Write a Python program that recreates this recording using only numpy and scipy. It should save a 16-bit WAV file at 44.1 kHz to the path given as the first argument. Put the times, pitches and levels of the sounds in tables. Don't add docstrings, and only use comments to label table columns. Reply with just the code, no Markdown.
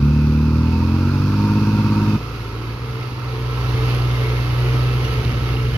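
import sys
import numpy as np
from scipy import signal
from scipy.fft import rfft, irfft, next_fast_len
from scipy.io import wavfile
from scipy.ndimage import uniform_filter1d, map_coordinates

SR = 44100
rng = np.random.default_rng(int(sys.argv[2]) if len(sys.argv) > 2 else 0)


def put_to_file(sound):
    columns = np.atleast_2d(sound).T
    safe = np.clip(columns, -1, 1)
    whole_steps = np.round(safe * 32767)
    wavfile.write(sys.argv[1], SR, whole_steps.astype(np.int16))


N = 254456

LIFT_S, IDLE_HZ = 2.15, 65.9
# f/Hz, correlation
DOZER_COHERENCE = [(450, 1), (730, 0.11), (1000, 1), (1350, 0.41), (1700, 0.49), (3300, 0.57), (5000, .15),
                   (15000, .05)]


def amp(db):
    return 10 ** (np.asarray(db) / 20)


def unit(x):
    return x / np.sqrt(np.mean(x ** 2) + 1e-20)


def along(points, hz):
    f, v = np.transpose(points)
    return np.interp(np.log(hz + 1), np.log(f + 1), v)


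def curve(points):
    return np.interp(np.arange(N) / SR, *np.transpose(points))


def ramp(start_s, length_s):
    progress = np.clip((np.arange(N) / SR - start_s) / length_s, 0, 1)
    return np.sin(np.pi / 2 * progress) ** 2


def bump(at_s, half_width_s):
    return np.exp(-((np.arange(N) / SR - at_s) / half_width_s) ** 2)


def wobble(rate_hz):
    knots = rng.standard_normal(int(N * rate_hz / SR) + 4)
    return map_coordinates(knots, [np.arange(N) * rate_hz / SR])


def angle(hz):
    return 2 * np.pi * np.cumsum(hz) / SR


def tone(phase):
    return np.sqrt(2) * np.cos(phase)


def filtered(x, response):
    size = next_fast_len(N + SR // 2)
    return irfft(rfft(x, size) * response(np.fft.rfftfreq(size, 1 / SR)), size)[..., :N]


def ringing(x, points, size=16384):
    cepstrum = irfft(np.log(amp(along(points, np.fft.rfftfreq(size, 1 / SR)))))
    cepstrum[1:size // 2] *= 2
    cepstrum[size // 2 + 1:] = 0
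    return signal.fftconvolve(x, irfft(np.exp(rfft(cepstrum))))[:N]


def resonance(f, hz, width_hz):
    return 1j * f * width_hz / (hz * hz - f * f + 1j * f * width_hz)


def rush(spectrum, coherence, drive, patchy_db):
    bins = signal.stft(rng.standard_normal((2, N)), nperseg=1024)[2]
    patches = uniform_filter1d(rng.standard_normal(bins.shape[1:]), size=3, axis=0)
    patches = unit(uniform_filter1d(patches, size=12, axis=1))
    pair = signal.istft(bins * amp(patchy_db * patches), nperseg=1024)[1][:, :N] * drive

    def mid_side(f):
        spread_rad = np.arccos(np.clip(along(coherence, f), -1, 1)) / 2
        return amp(along(spectrum, f)) * [np.cos(spread_rad), np.sin(spread_rad)]

    mid, side = filtered(pair, mid_side)
    return unit(np.array([mid + side, mid - side]))


def grit(rate_hz, decay_s, spread_db):
    hits = (rng.random(N) < rate_hz / SR) * amp(spread_db * np.minimum(rng.exponential(size=N), 4))
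    return unit(signal.lfilter([1], [1, -np.exp(-1 / (decay_s * SR))], hits))


def placed(x, balance, lead):
    half = np.array([[.5], [-.5]])
    return filtered(x, lambda f: amp(half * along(balance, f)) * np.exp(1j * half * along(lead, f)))


def dozer_level(abreast_db, shadow_db, end_on_db):
    distance_m, speed_m_per_s, abreast_s = 11.8, 3.08, 4.1
    ahead_m = speed_m_per_s * (np.arange(N) / SR - abreast_s)
    end_on = ahead_m ** 2 / (ahead_m ** 2 + distance_m ** 2)
    screened = 1 - ramp(start_s=3.207, length_s=0.55)
    return abreast_db - shadow_db * screened - end_on_db * end_on


def dozer_exhaust(firing):
    # multiple of firing rate, level/dB re octave
    orders = [(3, -36), (4, -37), (5, -28), (6, -27.5)]
    # f/Hz, level/dB
    flutter_band = [(20, -15), (45, -4.5), (95, 1.0), (135, 1.5), (180, -30), (300, -51)]
    first_db = dozer_level(-26.5, shadow_db=7.5, end_on_db=-2.5) - 17 * bump(3.08, 0.12)
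    octave_db = dozer_level(-19, shadow_db=7.5, end_on_db=17)
    first = amp(first_db + 0.45 * wobble(32)) * tone(firing)
    octave = amp(octave_db + 1.8 * wobble(5.5)) * tone(2 * firing + 0.056 * wobble(25))
    lope = 1 + 0.02 * np.cos(firing / 4)
    upper = sum(amp(db + 6.1 * wobble(9)) * tone(k * firing + 0.52 * wobble(14)) for k, db in orders)
    flutter = rush(flutter_band, DOZER_COHERENCE, drive=1, patchy_db=3)
    return (first + octave) * lope + amp(octave_db) * (upper + amp(-12.5) * flutter)


def dozer_knock(firing):
    # f/Hz, level/dB
    spectrum = [(300, -67), (650, -36), (850, -5.5), (1020, -1.5), (1230, -4.5), (1420, -19), (1700, -18),
                (3000, -56)]
    level_db = dozer_level(-38, shadow_db=1, end_on_db=56)
    drive = 1 + 0.36 * np.cos(2 * firing)
    return amp(level_db) * rush(spectrum, DOZER_COHERENCE, drive, patchy_db=0.8)


def dozer_body(firing):
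    # f/Hz, level/dB
    rumble_band = [(100, -28), (170, 2), (302, 0), (404, 4), (444, 0.5), (485, 1.5), (700, -21), (910, -55),
                   (1540, -120)]
    # f/Hz, level/dB
    rattle_band = [(200, -44), (450, -2), (600, -6.5), (740, -4), (1020, -9), (1250, -3.5), (1600, -7.5),
                   (2150, -1.5), (2400, -5.5), (2800, -6), (3500, -12), (4700, -14), (6360, -20.5),
                   (8000, -37.5), (11300, -24), (13600, -31), (15500, -65)]
    rumble = rush(rumble_band, DOZER_COHERENCE, drive=1 + 0.33 * np.cos(firing), patchy_db=-0.5)
    shake = 1 + 0.13 * np.cos(2 * firing) + 0.093 * grit(rate_hz=60, decay_s=0.0025, spread_db=6)
    rattle = rush(rattle_band, DOZER_COHERENCE, shake, patchy_db=1.3)
    rumble_db = dozer_level(-33, shadow_db=5.5, end_on_db=-2) + 0.15 * wobble(7)
    rattle_db = dozer_level(-32.5, shadow_db=6.5, end_on_db=14) + 0.58 * wobble(10)
    return amp(rumble_db) * rumble + amp(rattle_db) * rattle


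def dozer_steel(firing):
    # f/Hz, width/Hz, level/dB
    modes = [(740, 17, -11), (788, 20, -11.5), (913, 11.4, -5), (1199, 15, -6.5), (1312, 23.5, 2.5),
             (2200, 44, -7.5), (2650, 83, -10), (3836, 31, -14), (4565, 110, -8.5)]

    def panels(f):
        return sum(amp(db) / np.sqrt(width) * resonance(f, hz, width)
                   * np.exp(-((f - hz) / (4 * width)) ** 2) for hz, width, db in modes)

    level_db = dozer_level(-38, shadow_db=1, end_on_db=32.5)
    chatter = rng.standard_normal(N) * amp(2.3 * np.cos(firing / 4) + 2.5 * wobble(14))
    return amp(level_db) * unit(filtered(chatter, panels))


def dozer_fan(firing):
    blades_per_firing = 7.27
    swell_db, peak_s, period_s = 6, 4.27, 0.438
    swell = np.cos(2 * np.pi * (np.arange(N) / SR - peak_s) / period_s)
    level_db = dozer_level(-38.5, shadow_db=3.5, end_on_db=32) + swell_db * swell + 0.95 * wobble(17)
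    return amp(level_db) * tone(blades_per_firing * firing + 0.58 * wobble(35))


def track_squeaks():
    # t/s, f/Hz, half width/s, level/dB
    slips = [(4.78, 1320, 0.021, -36), (5.061, 2825, 0.014, -39), (5.057, 5770, 0.018, -45),
             (5.378, 1320, .03, -36), (5.539, 2800, .006, -35.5), (5.569, 2800, 0.0052, -33),
             (5.601, 2800, .006, -37), (5.667, 2815, .007, -37), (5.756, 3030, 0.01, -38)]
    t = np.arange(N) / SR
    rasp_rad = 0.8 * wobble(500)
    return sum(amp(db) * bump(at_s, half_width_s) * tone(2 * np.pi * hz * t + rasp_rad)
               for at_s, hz, half_width_s, db in slips)


def bulldozer():
    # t/s, f/Hz
    speed = [(0, 59.0), (1.7, 60.8)] + list([(2.3, 56.43), (2.48, 54.6), (2.68, 58.14), (2.9, 61.3),
             (4.5, 60.66), (4.75, 62.08), (5.69, 60.9), (5.77, 59.7)])
    # f/Hz, level/dB
    balance = [(450, -0.5), (600, -13.5), (760, 12), (1000, -3.5), (1320, -8), (1700, -8), (2170, 6),
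               (2750, -10), (3300, -12), (4100, -12), (7500, -3), (9000, -12.5), (11400, -15),
               (15000, -5.5)]
    # f/Hz, phase/rad
    lead = [(100, 0.19), (450, 0.3), (900, 0.25), (1350, -1.15), (2000, -2.5), (3200, -0.9), (5000, -1.85)]
    firing = angle(curve(speed))
    parts = dozer_exhaust(firing) + dozer_knock(firing) + dozer_body(firing)
    parts += dozer_steel(firing) + dozer_fan(firing) + track_squeaks()
    return placed(parts, balance, lead)


def pedal():
    # t/s, half width/s
    blips = [(5.269, 0.23), (5.78, 0.152)]
    held = 1 - ramp(LIFT_S, length_s=0.033)
    return held, sum(bump(*blip) for blip in blips)


def truck_speed():
    # t/s, f/Hz
    rev = [(0.0, 72.8), (0.38, 75.66), (0.7, 81.56), (1.16, 95.67), (1.44, 103.3), (1.63, 103.7),
           (2.1, 104.5)]
    coast_s, blip_hz = 0.38, 9.3
    _, taps = pedal()
    run_down = np.exp(-np.maximum(np.arange(N) / SR - LIFT_S, 0) / coast_s)
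    return IDLE_HZ + (curve(rev) - IDLE_HZ) * run_down + blip_hz * taps


def truck_level(idle_db, doubling_db, throttle_db):
    held, _ = pedal()
    return idle_db + doubling_db * np.log2(truck_speed() / IDLE_HZ) + throttle_db * held


def hoist_pump(firing):
    cycle = firing / 6
    level_db = truck_level(-54, doubling_db=10, throttle_db=12) + 2.15 * wobble(24.56)
    ripple = sum(tone(k * firing + .6 * np.sin(cycle) + .5 * wobble(50)) for k in (9, 11))
    pressure = ripple * (1 - 0.39 * np.cos(cycle)) + 6.9 * rng.standard_normal(N)
    return amp(level_db) * filtered(pressure, lambda f: resonance(f, hz=922, width_hz=40))


def truck_block(firing):
    # f/Hz, level/dB
    spectrum = [(120, -17), (300, -6.5), (420, -17.5), (560, -21.5), (700, -29), (920, -15.5),
                (1390, -13.5), (1800, -29), (2250, -30.5), (2580, -25), (3000, -31.5), (4880, -27),
                (6200, -34.5), (7610, -47), (12500, -44), (15500, -54)]
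    # f/Hz, correlation
    coherence = [(500, 0.98), (690, 0.19), (900, 1), (1400, 0.78), (2600, 0.11), (5000, 0.11), (15000, .1)]
    level_db = truck_level(-39.5, doubling_db=8, throttle_db=4)
    drive = 1 + 0.11 * np.cos(firing) + 0.076 * np.cos(2 * firing) + 0.049 * np.cos(firing / 2)
    drive += 0.072 * grit(rate_hz=270, decay_s=0.00062, spread_db=0)
    return amp(level_db) * rush(spectrum, coherence, drive, patchy_db=1.2)


def truck_exhaust(firing):
    # multiple of firing rate, level/dB
    orders = [(.5, -17.5), (1, 1), (1.5, -8), (2, 1), (2.5, -1.5), (3, 0), (3.5, -0.5), (4, -4), (4.5, -2),
              (5, 1), (6, -6), (7, 2)]
    # f/Hz, level/dB
    pipe = [(15, -35), (38, -19.5), (70, 0.5), (105, -2), (143, 5), (160, -5.5), (181, -22), (205, -3.5),
            (226, -1.5), (270, -10.5), (290, -13.5), (312, -9.5), (335, -17.5), (380, -24.5), (500, -29),
            (700, -38.5)]
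    held, taps = pedal()
    gain = amp(truck_level(-44.5, doubling_db=1.5, throttle_db=25) + 13.5 * taps)
    lope = 0.43 * held * ramp(1.3, 0.35) + 0.22 * (1 - held)
    slack = 1 - np.clip(0.96 * held + 0.14 * taps, 0, 1)
    tilt_db_per_octave, lag_rad = -5 * slack, 1.25
    cycle = firing / 6
    timing = firing - 0.48 * lope * np.sin(cycle)
    puffs = -sum(amp(db + tilt_db_per_octave * np.log2(k) + 0.18 * wobble(12.95))
                 * tone(k * timing - lag_rad) for k, db in orders)
    uneven = 1 - 0.62 * lope * np.tanh(2 * np.cos(cycle)) + 0.07 * wobble(110)
    thump = slack * (amp(-7) * tone(firing / 2) + amp(7) * tone(1.5 * firing))
    return gain * thump + ringing(puffs * gain * uneven, pipe)


def dump_truck():
    # f/Hz, level/dB
    balance = [(480, -0.5), (620, 0), (720, 6), (900, -2), (1300, -3), (1750, 5), (2600, -24.5), (3000, -1),
               (3500, -2.5), (4200, -10.5), (6400, 1), (8600, -5.5), (12000, -15.5), (15000, -4)]
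    # f/Hz, phase/rad
    lead = [(110, 0.19), (210, 0), (550, 0), (850, 0.86), (1500, 0.25), (2600, 0.1), (5000, -0.61)]
    firing = angle(truck_speed())
    return placed(truck_exhaust(firing) + truck_block(firing) + hoist_pump(firing), balance, lead)


def scene():
    return dump_truck() + bulldozer()


def record(dry):
    low_hz, top_hz = 25, 15700
    low_cut = lambda f: 1 - 1 / (1 + (f / low_hz) ** 4)
    port = lambda f: 1 - 0.48 * resonance(f, hz=8400, width_hz=1740)
    soft_ends = signal.windows.tukey(N, .001)
    return filtered(dry * soft_ends, lambda f: low_cut(f) * port(f) * (f < top_hz))


dry = scene()
out = record(dry)
put_to_file(out)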